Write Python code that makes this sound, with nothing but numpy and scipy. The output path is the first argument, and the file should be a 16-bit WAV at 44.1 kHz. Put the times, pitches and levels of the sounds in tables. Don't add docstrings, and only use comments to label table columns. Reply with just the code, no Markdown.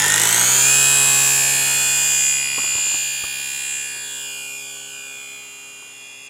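import sys
import numpy as np
from scipy import signal
from scipy.fft import rfft, irfft, next_fast_len
from scipy.io import wavfile
from scipy.ndimage import uniform_filter1d, map_coordinates

SR = 44100
rng = np.random.default_rng(int(sys.argv[2]) if len(sys.argv) > 2 else 0)


def persist_wave(psi):
    counts = np.round(np.clip(psi, -1, 1) * 32767).astype(np.int16)
    wavfile.write(sys.argv[1], SR, np.atleast_2d(counts).T)


N = 277389
PADDED = next_fast_len(N + SR // 4)
TIME, FREQ = np.arange(N) / SR, np.fft.rfftfreq(PADDED, 1 / SR)


def undb(db):
    return 10 ** (np.asarray(db) / 20)


def unit(x):
    return x / np.sqrt(np.mean(x ** 2))


def curves(table):
    seconds, *columns = np.transpose(table)
    return [np.interp(TIME, seconds, column) for column in columns]


def over_freq(points):
    hz, value = np.transpose(points)
    return np.interp(np.log(FREQ + 1), np.log(hz + 1), value)


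def filtered(x, response):
    return irfft(rfft(x, PADDED) * response, PADDED)[..., :N]


def noise():
    return rng.standard_normal(N)


def resonances(modes):
    response = 0
    for hz, width, db in modes:
        damping = 1j * FREQ * width
        response = response + undb(db) * damping / (hz ** 2 - FREQ ** 2 + damping)
    return response


def walk(rate_hz):
    return unit(filtered(noise(), np.exp(-(FREQ / rate_hz) ** 2)))


def ease(middle_s, spread_s):
    return .5 + .5 * np.tanh((TIME - middle_s) / (2 * spread_s))


def tones(turns, table, waver_db):
    total = 0
    for multiple, db in table:
        level = np.sqrt(2) * undb(db + waver_db * walk(0.91))
        total = total + level * np.sin(2 * np.pi * (round(multiple) * turns + rng.random()))
    return total


# frequency in Hz, relative density in dB per Hz.
AIR_SPECTRUM = [(25, -22), (60, -2), (200, -0.5), (500, 3.5), (1000, 5), (2500, -3.5), (5000, -5),
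                (9000, 2), (15000, -36)]


def air(level_db=-52.5, side_db=-16, waver_db=0.22):
    mid, side = unit(filtered(rng.standard_normal((2, N)), undb(over_freq(AIR_SPECTRUM))))
    stereo = mid + undb(side_db) * side * np.array([[1], [-1]])
    return undb(level_db + waver_db * walk(5.8)) * stereo


# frequency in Hz, width in Hz, relative level in dB.
SHELL_MODES = [(306, 240, 4), (694, 340, -11), (980, 530, 8)]
# start in seconds, peak in dB before the knock trim,
# low thud against the shell modes in dB before the thud trim.
HAND_KNOCKS = [(2.58, -18, -21), (2.594, -23.5, -17), (2.64, -25.5, -14), (2.673, -31, -8),
               (2.752, -25.5, 5), (2.782, -25.5, -15), (2.864, -28.5, -13), (2.913, -27.5, -4),
               (2.942, -24, -1), (3.238, -20.5, -2), (3.395, -36, -21), (3.959, -37, -18),
               (4.766, -42, -16), (5.824, -38, -17)]


def knocks(decay_s=.007, dull_hz=1350, thud_hz=110, thud_trim_db=10, knock_trim_db=-2):
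    out, soft = 0, 1 / (1 + (FREQ / dull_hz) ** 8)
    for start_s, peak_db, low_db in HAND_KNOCKS:
        age = np.maximum(TIME - start_s, 0)
        push = (age > 0) * np.exp(-age / decay_s) * noise()
        thud = (thud_hz, thud_hz, low_db + thud_trim_db)
        bump = filtered(push, soft * resonances(SHELL_MODES + [thud]))
        out = out + undb(peak_db + knock_trim_db) * bump / np.abs(bump).max()
    return out


# time in seconds, propeller speed in turns per second.
MOTOR_SPEED = [(0, 48.3), (.1, 50.87), (.2, 52.6), (.3, 55.2), (.4, 59.55), (.5, 63.25), (.6, 65.85),
               (.7, 68.65), (.76, 69.4), (.92, 69.6), (1.5, 68.88), (2.25, 68.21), (3, 67.83), (3.5, 67.73),
               (4.5, 67.8), (4.75, 67.92), (6.29, 67.62)]


def shaft_speed():
    return curves(MOTOR_SPEED)[0]


def spun_up():
    speed = shaft_speed()
    return (speed - speed.min()) / np.ptp(speed)


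START_M, RELEASE_S, ACCEL_M_S2 = 1.54, 0.22, 1.66


def doublings():
    along_m = .5 * ACCEL_M_S2 * np.maximum(TIME - RELEASE_S, 0) ** 2
    return np.log2(np.hypot(along_m, START_M) / START_M)


def airborne():
    return ease(3.82, 0.27)


def climbed():
    return ease(4.6, 0.48)


def slack():
    return 1 - ease(0.46, 0.084)


# place in turns, width in turns, pressure in dB.
TIGHT_SPOTS = [(0.141, 0.04, 2), (0.461, 0.038, -1.5), (0.881, 0.038, -6.5)]


def tooth_load(angle):
    load = 0.1
    for place, width, db in TIGHT_SPOTS:
        away = (angle - place + .5) % 1 - .5
        load = load + undb(db) * np.exp(-.5 * (away / width) ** 2)
    return load


# frequency in Hz, width in Hz, relative level in dB.
PANEL_MODES = [(970, 5.7, 2.5), (878, 72, -10.5), (1480, 210, -7.5), (1860, 164, -10.5), (3460, 370, -14),
               (444, 140, -16), (191, 28, -19)]


def panel_shake(turns):
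    return unit(filtered(noise() * tooth_load(turns), resonances(PANEL_MODES)))


# frequency in Hz, width in Hz, relative level in dB.
GEARBOX_MODES = [(8170, 310, 2), (6630, 300, -3.5), (9940, 380, -7)]


def gear_clack(turns, decay_turns=0.081):
    burst = noise() * np.exp(-(turns % 1) / decay_turns)
    return unit(filtered(burst, resonances(GEARBOX_MODES)))


def airframe(turns, rattle_db=-24.0, loaded_rattle_db=-38, rattle_fade_db=9.5,
             clack_db=-23, clack_spin_db=14, throb_db=-40):
    shake, play = panel_shake(turns), slack()
    clack = undb(clack_db + clack_spin_db * spun_up()) * play * gear_clack(turns)
    throb = undb(throb_db) * tones(turns, [(len(TIGHT_SPOTS), 0)], waver_db=.5)
    loose = play * (undb(rattle_db) * shake + clack + throb)
    return loose + undb(loaded_rattle_db - rattle_fade_db * doublings()) * shake


# frequency in Hz, relative density in dB per Hz.
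WASH_SPECTRUM = [(40, -20), (150, -2.5), (350, -1.5), (600, -3.5), (1000, 2), (1600, -35), (4000, -28)]


def blade_wash(level_db=-42, fade_db=6.5):
    wash = unit(filtered(noise(), undb(over_freq(WASH_SPECTRUM))))
    return undb(level_db - fade_db * doublings() + walk(6.3)) * wash


# multiple of the turn rate, level in dB at full speed and starting distance,
# fade in dB per doubling of distance, gain in dB once airborne.
BLADE_TONES = [(1, -52, 6.5, 3), (2, -36, 8, 3), (3, -52, 7.5, 11), (4, -45, 6, 7), (6, -40.5, 10, 22.5),
               (8, -45.5, 9, 18.5), (10, -40.5, 10.5, 13), (12, -41.5, 7, 5.5), (14, -44.5, 6, -2),
               (17, -50.5, 5, 7)]


def propeller(turns, spin_db=7):
    far, aloft, hum = doublings(), airborne(), 0
    for multiple, db, fade_db, lift_db in BLADE_TONES:
        level = undb(db - fade_db * far + lift_db * aloft)
        hum = hum + level * tones(turns, [(multiple, 0)], waver_db=0.56)
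    return undb(spin_db * (spun_up() - 1)) * hum + blade_wash()


# frequency in Hz, width in Hz, relative level in dB.
NOSE_MODES = [(1844, 100, 0), (2470, 154, 1)]


def whine(turns, teeth=36, level_db=-24.0, fade_db=5.0, dip_s=1.41, dip_width_s=0.32, dip_db=-9.5):
    tone = filtered(tones(turns, [(teeth, 0)], waver_db=1.0), resonances(NOSE_MODES))
    dip = dip_db * np.exp(-((TIME - dip_s) / dip_width_s) ** 2)
    return undb(level_db - fade_db * doublings() + dip) * tone


def chatter(loaded_db=2.0, slack_db=8, calming_db=1.5):
    return loaded_db + slack_db * slack() - calming_db * doublings()


# centre in multiples of the turn rate, half width in multiples,
# relative level in dB, lag in turns, unevenness over the turn (exponent on the tooth load),
# roughness in dB before the chatter is added.
SIDEBANDS = [(25.5, 9, 0.5, 0.15, 0.63, -14), (36.9, 3.5, 11, 0.7285, 1, -12), (51, 3, 2, 0.662, 0.6, -2.5),
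             (62.2, 2, -2, 0.508, 0.89, -8), (73.4, 3, 10.5, 0.174, 0.65, -11),
             (107.6, 5, 11, 0.027, 0.75, -18), (144.1, 5, 12.5, 0.536, 0.56, -14.5),
             (180, 5, 6, 0.324, 0.3, -9), (213.6, 5, 5.5, 0.12, 0.77, -9.5)]


def tooth_rasp(turns, drift=0.69, swell_db=1.5, line_db=3.5, steps=1024):
    count = int(turns[-1]) + 2
    turn_start_s = np.interp(np.arange(count), turns, TIME)
    chatter_db = np.interp(turn_start_s, TIME, chatter())
    angle, multiple = np.arange(steps) / steps, np.arange(steps // 2 + 1)
    audible = (multiple > 6) & (multiple < 300)
    lines = 0
    for centre, width, db, lag, uneven, rough_db in SIDEBANDS:
        wear = rng.standard_normal(steps)
        slow, fresh = rng.standard_normal((2, count, steps))
        slow = unit(uniform_filter1d(uniform_filter1d(slow, size=40, axis=0), size=20, axis=0))
        roughness = undb(rough_db + chatter_db)[:, None]
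        contact = (wear + drift * slow + roughness * fresh) * tooth_load(angle - lag) ** uneven
        timing = np.exp(1j * np.angle(rfft(contact)))
        skirt = audible / (1 + ((multiple - centre) / width) ** 2) ** 0.5
        swell = undb(db + swell_db * np.interp(turn_start_s, TIME, walk(2.3)))
        lines = lines + timing * skirt * swell[:, None]
    paths = uniform_filter1d(rng.standard_normal(lines.shape), size=3, axis=1)
    paths = unit(uniform_filter1d(uniform_filter1d(paths, size=30, axis=0), size=20, axis=0))
    lines = lines * undb(line_db * paths)
    around = irfft(lines).ravel() * steps / np.sqrt(2)
    return map_coordinates(around, [turns * steps], order=3)


# multiple of the turn rate, relative level in dB before chatter weakens it.
CLEAN_TONES = [(41, 11.5), (50, 9.5), (72, 12.5), (104, 16), (108, 16.5), (111, 5), (144, 18.5)]


def clean_tones(turns):
    return undb(-chatter()) * tones(turns, CLEAN_TONES, waver_db=0.0)


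def dispersed(x, ms_per_khz=1.4):
    return filtered(x, np.exp(1j * np.pi * ms_per_khz * (FREQ / 10 ** 3) ** 2))


# frequency in Hz, relative level in dB.
FUSELAGE_RESPONSE = [(100, -24), (400, -4.5), (1100, -4.5), (1500, 1.5), (2200, -3.5), (3200, 5.5),
                     (3750, -5), (4300, 1), (4950, -4.5), (5650, -6.5), (6500, 6), (8000, 5.5), (8800, -2),
                     (15000, -5.5)]


def radiated(mesh):
    return filtered(dispersed(mesh), undb(over_freq(FUSELAGE_RESPONSE)))


# time in seconds, tilt from -1 to 1.
HEADING_TILT = [(0, -0.12), (1.1, 0.14), (1.6, 0.16), (2.35, 0.019), (2.55, -0.25), (2.95, -0.47),
                (3.15, -0.27), (3.6, 0.24), (4.2, 0.032), (6.29, -0.16)]


def heading():
    return curves(HEADING_TILT)[0]


def tipped(x, buzz_hz=7300, span_hz=600):
    offset = (FREQ - buzz_hz) / span_hz
    return x + heading() * filtered(x, 2 * offset * np.exp(-.5 * offset ** 2))


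def register(x, low_hz, high_hz, with_bass=False):
    window = signal.windows.hann(SR // 6)
    band = filtered(x, (FREQ >= low_hz) & (FREQ < high_hz))
    coverage = signal.fftconvolve(np.ones(N), window, "same")
    power = signal.fftconvolve(band ** 2, window, "same") / coverage
    if with_bass:
        band = filtered(x, FREQ < high_hz)
    return band / np.sqrt(power)


# time in seconds, level in dB before the trim and the slack cut.
BUZZ_LEVEL = [(0.05, -19), (0.55, -15), (1.26, -17), (1.65, -21), (2.29, -17.5), (2.5, -27.5),
              (2.62, -22.5), (2.91, -20.5), (3.33, -32.5), (3.73, -27), (4.02, -34), (4.14, -30.5),
              (4.25, -34), (6.25, -46.5)]


def buzz(sound, trim_db=0.2, slack_db=-3):
    level_db = curves(BUZZ_LEVEL)[0] + trim_db + slack_db * slack()
    return undb(level_db) * register(sound, 5700, 8800)


# low edge in Hz, high edge in Hz.
REGISTER_BANDS = [(900, 2200), (2200, 3700), (3700, 5700), (8800, 15800)]
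# level in dB at the start, before heading and slack; fade in dB per
# doubling of distance, dB per unit of heading, change in the climb in dB, change while slack in dB.
REGISTER_LEVELS = [(-29.5, 4, 3.5, -9.5, 0.5), (-25, 3, -4, -8, -2.5), (-27, 4, -4.5, -11.5, -5),
                   (-23, 4.5, 4.5, -9.5, -4)]


def registers(sound):
    far, tilt, climb, loose = doublings(), heading(), climbed(), slack()
    out = 0
    for index, (low_hz, high_hz) in enumerate(REGISTER_BANDS):
        db, fade_db, heading_db, climb_db, slack_db = REGISTER_LEVELS[index]
        level_db = db - fade_db * far + heading_db * tilt + climb_db * climb + slack_db * loose
        out = out + undb(level_db) * register(sound, low_hz, high_hz, with_bass=index == 0)
    return out


def gear(turns):
    sound = tipped(radiated(tooth_rasp(turns) + clean_tones(turns)))
    return buzz(sound) + registers(sound)


def over_snow(x, climb_delay_ms=1.33, share=0.72, dull_hz=3300, patchy_db=1, bumps_ms=0.026):
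    delay_ms = climb_delay_ms * climbed() + bumps_ms * walk(5.5)
    strength = share * airborne() * undb(patchy_db * walk(0.6))
    dulled = filtered(x, 1 / np.sqrt(1 + (FREQ / dull_hz) ** 2))
    echo = map_coordinates(dulled, [(TIME - delay_ms / 10 ** 3) * SR], order=3)
    return x - strength * echo


def scene():
    turns = np.cumsum(shaft_speed()) / SR
    background = air() + knocks()
    plane = airframe(turns) + propeller(turns) + over_snow(whine(turns) + gear(turns))
    return background + plane


# frequency in Hz, left minus right in dB.
PORT_BALANCE = [(60, -2.0), (110, -1.6), (200, -3), (380, -3), (700, -1.8), (1290, 0), (4400, 0),
                (7300, -1.4), (9500, -5.5), (12500, 2), (15000, -1)]
# frequency in Hz, lead of the left in radians.
PORT_PHASE = [(0, 0.072), (8790, 0.0), (9130, 1.5), (9650, 0.41), (10300, 1.35), (11000, 1), (12100, 0.18),
              (12700, -0.0), (15700, 0.058)]


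def record(dry, shimmer_db=-14, shimmer_hz=9000, top_hz=15900):
    half = np.array([[.5], [-.5]])
    ports = undb(half * over_freq(PORT_BALANCE)) * np.exp(1j * half * over_freq(PORT_PHASE))
    treble = filtered(dry, 1j * FREQ ** 4 / (FREQ ** 4 + shimmer_hz ** 4))
    heard = filtered(dry, ports) + 2 * half * undb(shimmer_db) * walk(2.5) * treble
    top_cut = signal.ellip(10, .2, 80, top_hz, fs=SR, output="sos")
    return signal.sosfilt(top_cut, heard)


dry = scene()
out = record(dry)
persist_wave(out)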